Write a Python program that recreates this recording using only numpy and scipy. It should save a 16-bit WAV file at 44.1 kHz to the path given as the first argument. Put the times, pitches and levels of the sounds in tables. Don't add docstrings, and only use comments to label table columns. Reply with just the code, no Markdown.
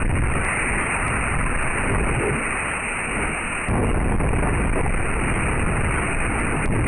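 import sys
import numpy as np
from scipy import signal
from scipy.fft import rfft, irfft
from scipy.io import wavfile
from scipy.ndimage import uniform_filter1d

SR = 44100
rng = np.random.default_rng(int(sys.argv[2]) if len(sys.argv) > 2 else 0)


def waveform_to_disk(signal):
    frames = np.transpose(np.atleast_2d(signal))
    scaled = np.clip(frames, -1, 1) * 32767
    samples = np.round(scaled).astype(np.int16)
    wavfile.write(sys.argv[1], SR, samples)


def decibels_to_gain(level_db):
    exponent = np.asarray(level_db, float) / 20
    return 10 ** exponent


N = 302967

# [t/s, gust level/dB, eddy size (-1 small to 1 large), draught level/dB]
WIND = [(.38, -20, 0.75, -26), (0.501, -30.5, .2, -23.5), (.7, -26.5, 0.078, -27.5), (.9, -33, 0, -24.5),
        (1.298, -28, .6, -25), (1.8, -28, 0.013, -24.5), (2.29, -24.5, -0.58, -26), (2.55, -34, 0.35, -27),
        (3.05, -37.5, -0.18, -29.5), (3.685, -36, 0.82, -29.5), (3.686, -11, -1.6, -27),
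        (3.94, -14.5, -0.79, -30.5), (4.299, -13.5, 0.12, -26), (4.95, -20.5, 0.46, -27),
        (5.6, -21, 0, -25), (6.657, -24.5, 0, -26), (6.658, -14.5, 0.066, -29.5), (6.87, -17, .2, -26.5)]
# [middle t/s, length/s, lift/dB]
SURGES = [
    (0, 0.052, -11.5),
    (.77, 0.16, 4.5),
    (1.925, 0.22, 11),
    (2.05, 0.33, 6),
    (3.22, 0.38, 11.5),
    (4.59, 0.18, -0.5),
    (5.11, 0.38, -3.5),
    (5.88, .3, 3),
    (6.12, 0.34, -4),
    (6.28, 0.24, 0),
]
# [middle t/s, length/s, lift/dB]
FLAPS = [
    (.15, .34, 8),
    (1.09, 0.47, 8),
    (1.4, 0.29, 9.5),
    (2.42, .2, -6.5),
    (4.07, .24, -2),
    (4.2, 0.15, 2),
    (5.25, 0.2, 1.5),
    (5.7, 0.44, 4),
]
# [middle t/s, length/s, lift/dB]
PUSHES = [(1.27, 0.16, 0), (1.58, 0.45, 16), (2.04, 0.27, 16), (2.68, 0.35, -11.5), (4.07, .24, 8),
          (4.33, .2, 0.5), (4.52, 0.3, -13.5), (4.93, 0.28, 6), (5.22, 0.21, -5), (5.37, 0.24, 0),
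          (6.6, .2, -4)]
# [f/Hz, level/dB per Hz]
HEAVE_COLOUR = [(2, -20), (5, -6), (10, -2), (20, 1.5), (32, -15.5), (60, -37.5)]
# [f/Hz, level/dB per Hz]
BUFFET_COLOUR = [(18, -19.5), (33, 0.5), (48, 1.5), (65, -5.5), (110, -5.5), (170, -10), (300, -25),
                 (600, -54.5)]
# [f/Hz, level/dB per Hz]
ROAR_COLOUR = [(100, -23.5), (200, -0.5), (330, -3), (460, -3), (560, -16), (900, -11), (1600, -31.5)]
# [f/Hz, level/dB per Hz]
HISS_COLOUR = [(300, -18), (600, -1), (1000, -1.5), (1450, 2), (1600, -2), (1850, -0.5), (2050, 1.5),
               (2600, 0.5), (3300, -10), (4500, -22.5)]
# [t/s, length/s, direction (+1 or -1)]
SHOVES = [(.04, .009, -1), (0.066, .012, -1), (.08, .012, 1), (0.138, .013, 1), (.274, .01, 1),
          (1.371, .011, 1), (1.444, .012, -1), (1.563, .011, -1), (1.969, .01, 1), (2.017, .01, -1),
          (3.744, .009, 1), (3.76, .01, -1), (3.923, .01, -1), (3.934, .009, 1), (3.95, .011, -1),
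          (4.017, .008, -1), (4.171, 0.01, 1), (4.183, .013, -1), (4.222, .01, 1), (4.293, .013, -1),
          (4.375, .009, 1), (4.411, 0.012, -1), (4.702, 0.012, -1), (4.716, 0.012, 1), (4.823, 0.014, -1),
          (4.882, .012, -1), (5.505, .008, -1), (5.653, .009, -1), (5.823, .01, -1), (6.691, 0.0093, -1)]
# [t/s, peak level/dB, f/Hz]
KNOCKS = [
    (1.458, -17.5, 1040),
    (3.753, -13.5, 741),
    (3.943, -12, 611),
    (4.202, -18.5, 589),
    (4.425, -6.5, 599),
    (4.757, -17, 637),
    (4.86, -16, 853),
    (5.662, -17, 1254),
]
# [t/s, length/s, f/Hz, width/Hz, level/dB]
MOANS = [(0.3, 0.67, 2000, 590, -29), (2.297, 1.72, 2526, 1100, -32.5), (0.33, 0.015, 1900, 60, -22.5),
         (0.58, 0.17, 2300, 130, -34), (2.1, 0.11, 120, 31, -21), (2.29, .08, 140, 50, -25),
         (2.1, 0.046, 73, 40, -17), (2.20, .12, 400, 73, -21.5), (0.95, 0.17, 5200, 60, -38.5),
         (3.848, 0.098, 2800, 110, -30.5), (5.93, 0.072, 1500, 60, -29.5), (4.42, .08, 800, 570, -21),
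         (4.76, 0.058, 410, 230, -18.5), (.1, .17, 70, 30, -16), (4.55, .14, 170, 70, -22),
         (1.64, 0.058, 125, 50, -26), (6.67, .19, 115, 60, -19)]
# [lower edge f/Hz, level/dB]
STAIRS = [(2580, -4), (2860, -12.5), (3040, -29.5), (3215, -110)]
# [t/s, length/s, lift/dB]
OPENINGS = [
    (0.286, 0.081, 16),
    (.50, 0.063, 11),
    (0.806, 0.065, 22.5),
    (2.665, 0.066, 13),
    (4.11, 0.047, 20),
    (4.354, 0.064, 14),
    (4.64, 0.068, 18),
    (4.77, 0.065, 14),
    (5.32, 0.07, 20.5),
    (5.95, 0.075, 21),
]
# [f/Hz, level/dB]
TREBLE = [(1, 0), (5000, 0.5), (6000, 1), (10850, 3), (11000, -3.5), (11150, -10), (11300, -20.5),
          (11440, -42.5), (11800, -79)]
# [t/s, peak level/dB]
JOINS = [
    (0.4475, -32.5),
    (1.0803, -33.5),
    (1.6257, -40),
    (1.8265, -52),
    (1.922, -48.5),
    (3.685, -37),
    (6.401, -40),
    (6.5136, -60.5),
    (6.6088, -60),
    (6.6573, -29.5),
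]

RAIL_DB = -18.6


def wind():
    heave, buffet, roar, hiss = strengths()
    low = heave * turbulence(HEAVE_COLOUR, size=8192, patchy_db=-0.2, flicker_db=3.0)
    low = decibels_to_gain(RAIL_DB) * np.tanh(low / decibels_to_gain(RAIL_DB))
    flaps = turbulence(BUFFET_COLOUR, size=2048, patchy_db=0.0, flicker_db=1.4)
    flaps = evened(flaps / (uniform_filter1d(abs(flaps), size=1500) + 0.43))
    rumble = roar * turbulence(ROAR_COLOUR, size=1024, patchy_db=1.0, flicker_db=0.0)
    air = decibels_to_gain(0.5) * hiss * turbulence(HISS_COLOUR, size=512, patchy_db=0.5, flicker_db=1.33)
    return low + buffet * flaps + rumble + air


def strengths():
    s, *columns = np.transpose(WIND)
    gust_db, size, draught_db = (np.interp(np.arange(N) / SR, s, c) for c in columns)
    surge_db = swells(SURGES)
    heave_db = gust_db - 3 + 12.5 * size + 0.39 * surge_db + swells(PUSHES)
    buffet_db = gust_db + surge_db + swells(FLAPS)
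    steady_db = -25
    roar_db = -28 + 0.63 * (gust_db - steady_db) - 2 * size + 0.8 * surge_db
    hiss_db = draught_db + 0.2 * surge_db
    return decibels_to_gain(heave_db), decibels_to_gain(buffet_db), decibels_to_gain(roar_db), decibels_to_gain(hiss_db)


def swells(rows):
    t = np.arange(N) / SR
    return sum(db * np.cos(np.pi * np.clip((t - s) / length, -.5, .5)) ** 2 for s, length, db in rows)


def turbulence(colour, size, patchy_db, flicker_db):
    frames, hz = 4 * N // size + 5, np.fft.rfftfreq(size, 1 / SR)
    a, b, patches = rng.standard_normal((frames, len(hz), 3)).T
    patches = uniform_filter1d(patches, size=size // 80, axis=0)
    patches = evened(uniform_filter1d(patches, size=10000 // size, axis=1))
    flicker = evened(uniform_filter1d(rng.standard_normal(frames), size=3))
    level_db = read(colour, hz)[:, None] + patchy_db * patches + flicker_db * flicker
    z = (a + 1j * b) * decibels_to_gain(level_db)
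    return evened(signal.istft(z, nperseg=size, noverlap=3 * size // 4)[1][:N])


def read(points, hz):
    f, value = np.transpose(points)
    return np.interp(np.log(hz + 1), np.log(f + 1), value, left=-120, right=-120)


def evened(x):
    return x / np.sqrt(np.mean(x ** 2) + 1e-20)


def add(mix, s, sound):
    part = mix[round(s * SR):][:len(sound)]
    part += sound[:len(part)]


def shoves():
    out = np.zeros(N)
    for s, length, way in SHOVES:
        add(out, s - .001, np.sign(way) * signal.windows.tukey(round((length + .002) * SR), .3))
    return np.clip(out, -1, 1)


def knocks():
    out, t = np.zeros(N), np.arange(3000) / SR
    for s, db, hz in KNOCKS:
        crack = rng.standard_normal(len(t))
        body = evened(ring(crack, hz, 1100.0)) + 1.4 * np.sin(2 * np.pi * hz * t)
        decay = decibels_to_gain(db - 2.5 - 60 * t / 0.072)
        add(out, s, decay * body * np.minimum(t / 0.0018, 1))
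    return out


def moans():
    out, air = np.zeros(N), rng.standard_normal(N)
    for s, length, hz, width, db in MOANS:
        breathy = evened(ring(air[round(s * SR):][:round(length * SR)], hz, width))
        breathy /= uniform_filter1d(abs(breathy), size=1500) + 0.078
        add(out, s, decibels_to_gain(db) * breathy * signal.windows.tukey(len(breathy), .6))
    return out


def ring(x, hz, width):
    b, a = signal.iirpeak(hz, hz / width, SR)
    return signal.lfilter(b, a, signal.lfilter(b, a, x))


def scene():
    push = shoves()
    flow = wind() * (1 - 0.37 * abs(push))
    return (flow + decibels_to_gain(-12) * push + moans() + knocks())[None]


def amplifier(x):
    rail = decibels_to_gain(RAIL_DB)
    u = x / rail
    return rail * u / (1 + abs(u) ** 6.5) ** (1 / 6.5)


def narrow_link(x):
    hz, t, z = signal.stft(x, SR, nperseg=2048, noverlap=1792)
    a, b = rng.standard_normal((len(t), len(hz), 2)).T
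    grain = decibels_to_gain(2.5) * np.clip(hz / 1100, .12, 1)[:, None]
    z = z + grain * uniform_filter1d(abs(z), size=9, axis=0) * (a + 1j * b)
    level_db = np.zeros(z.shape)
    for edge_hz, db in STAIRS:
        level_db[hz >= edge_hz] = db
    last = (hz >= STAIRS[2][0]) & (hz < STAIRS[3][0])
    for s, length, lift_db in OPENINGS:
        inside = np.minimum(t - s, s + length - t)
        level_db[last] += lift_db * np.clip(inside / 0.0078 + .5, 0, 1)
    return signal.istft(z * decibels_to_gain(level_db), SR, nperseg=2048, noverlap=1792)[1][:N]


def converter(x):
    held = np.repeat(x[::4], 4)[:N] + decibels_to_gain(-86.5) * rng.standard_normal(N)
    return irfft(rfft(held) * decibels_to_gain(read(TREBLE, np.fft.rfftfreq(N, 1 / SR))), N)


def joins():
    out, t = np.zeros(N), np.arange(400) / SR
    jump = signal.lfilter(*signal.butter(N=4, Wn=9000, fs=SR), np.exp(-t / 0.00065))
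    for s, db in list(JOINS) + [(6.8675, -46.5)]:
        add(out, s + .0012, decibels_to_gain(db + 12) * jump)
    return out


def low_pass(x):
    return signal.sosfilt(signal.butter(12, 11440, fs=SR, output="sos"), x)


def record(dry):
    wake = np.minimum(np.arange(N) / 25, 1)
    mix = wake * converter(narrow_link(amplifier(dry[0]))) + joins()
    return low_pass(mix[None])


dry = scene()
out = record(dry)
waveform_to_disk(out)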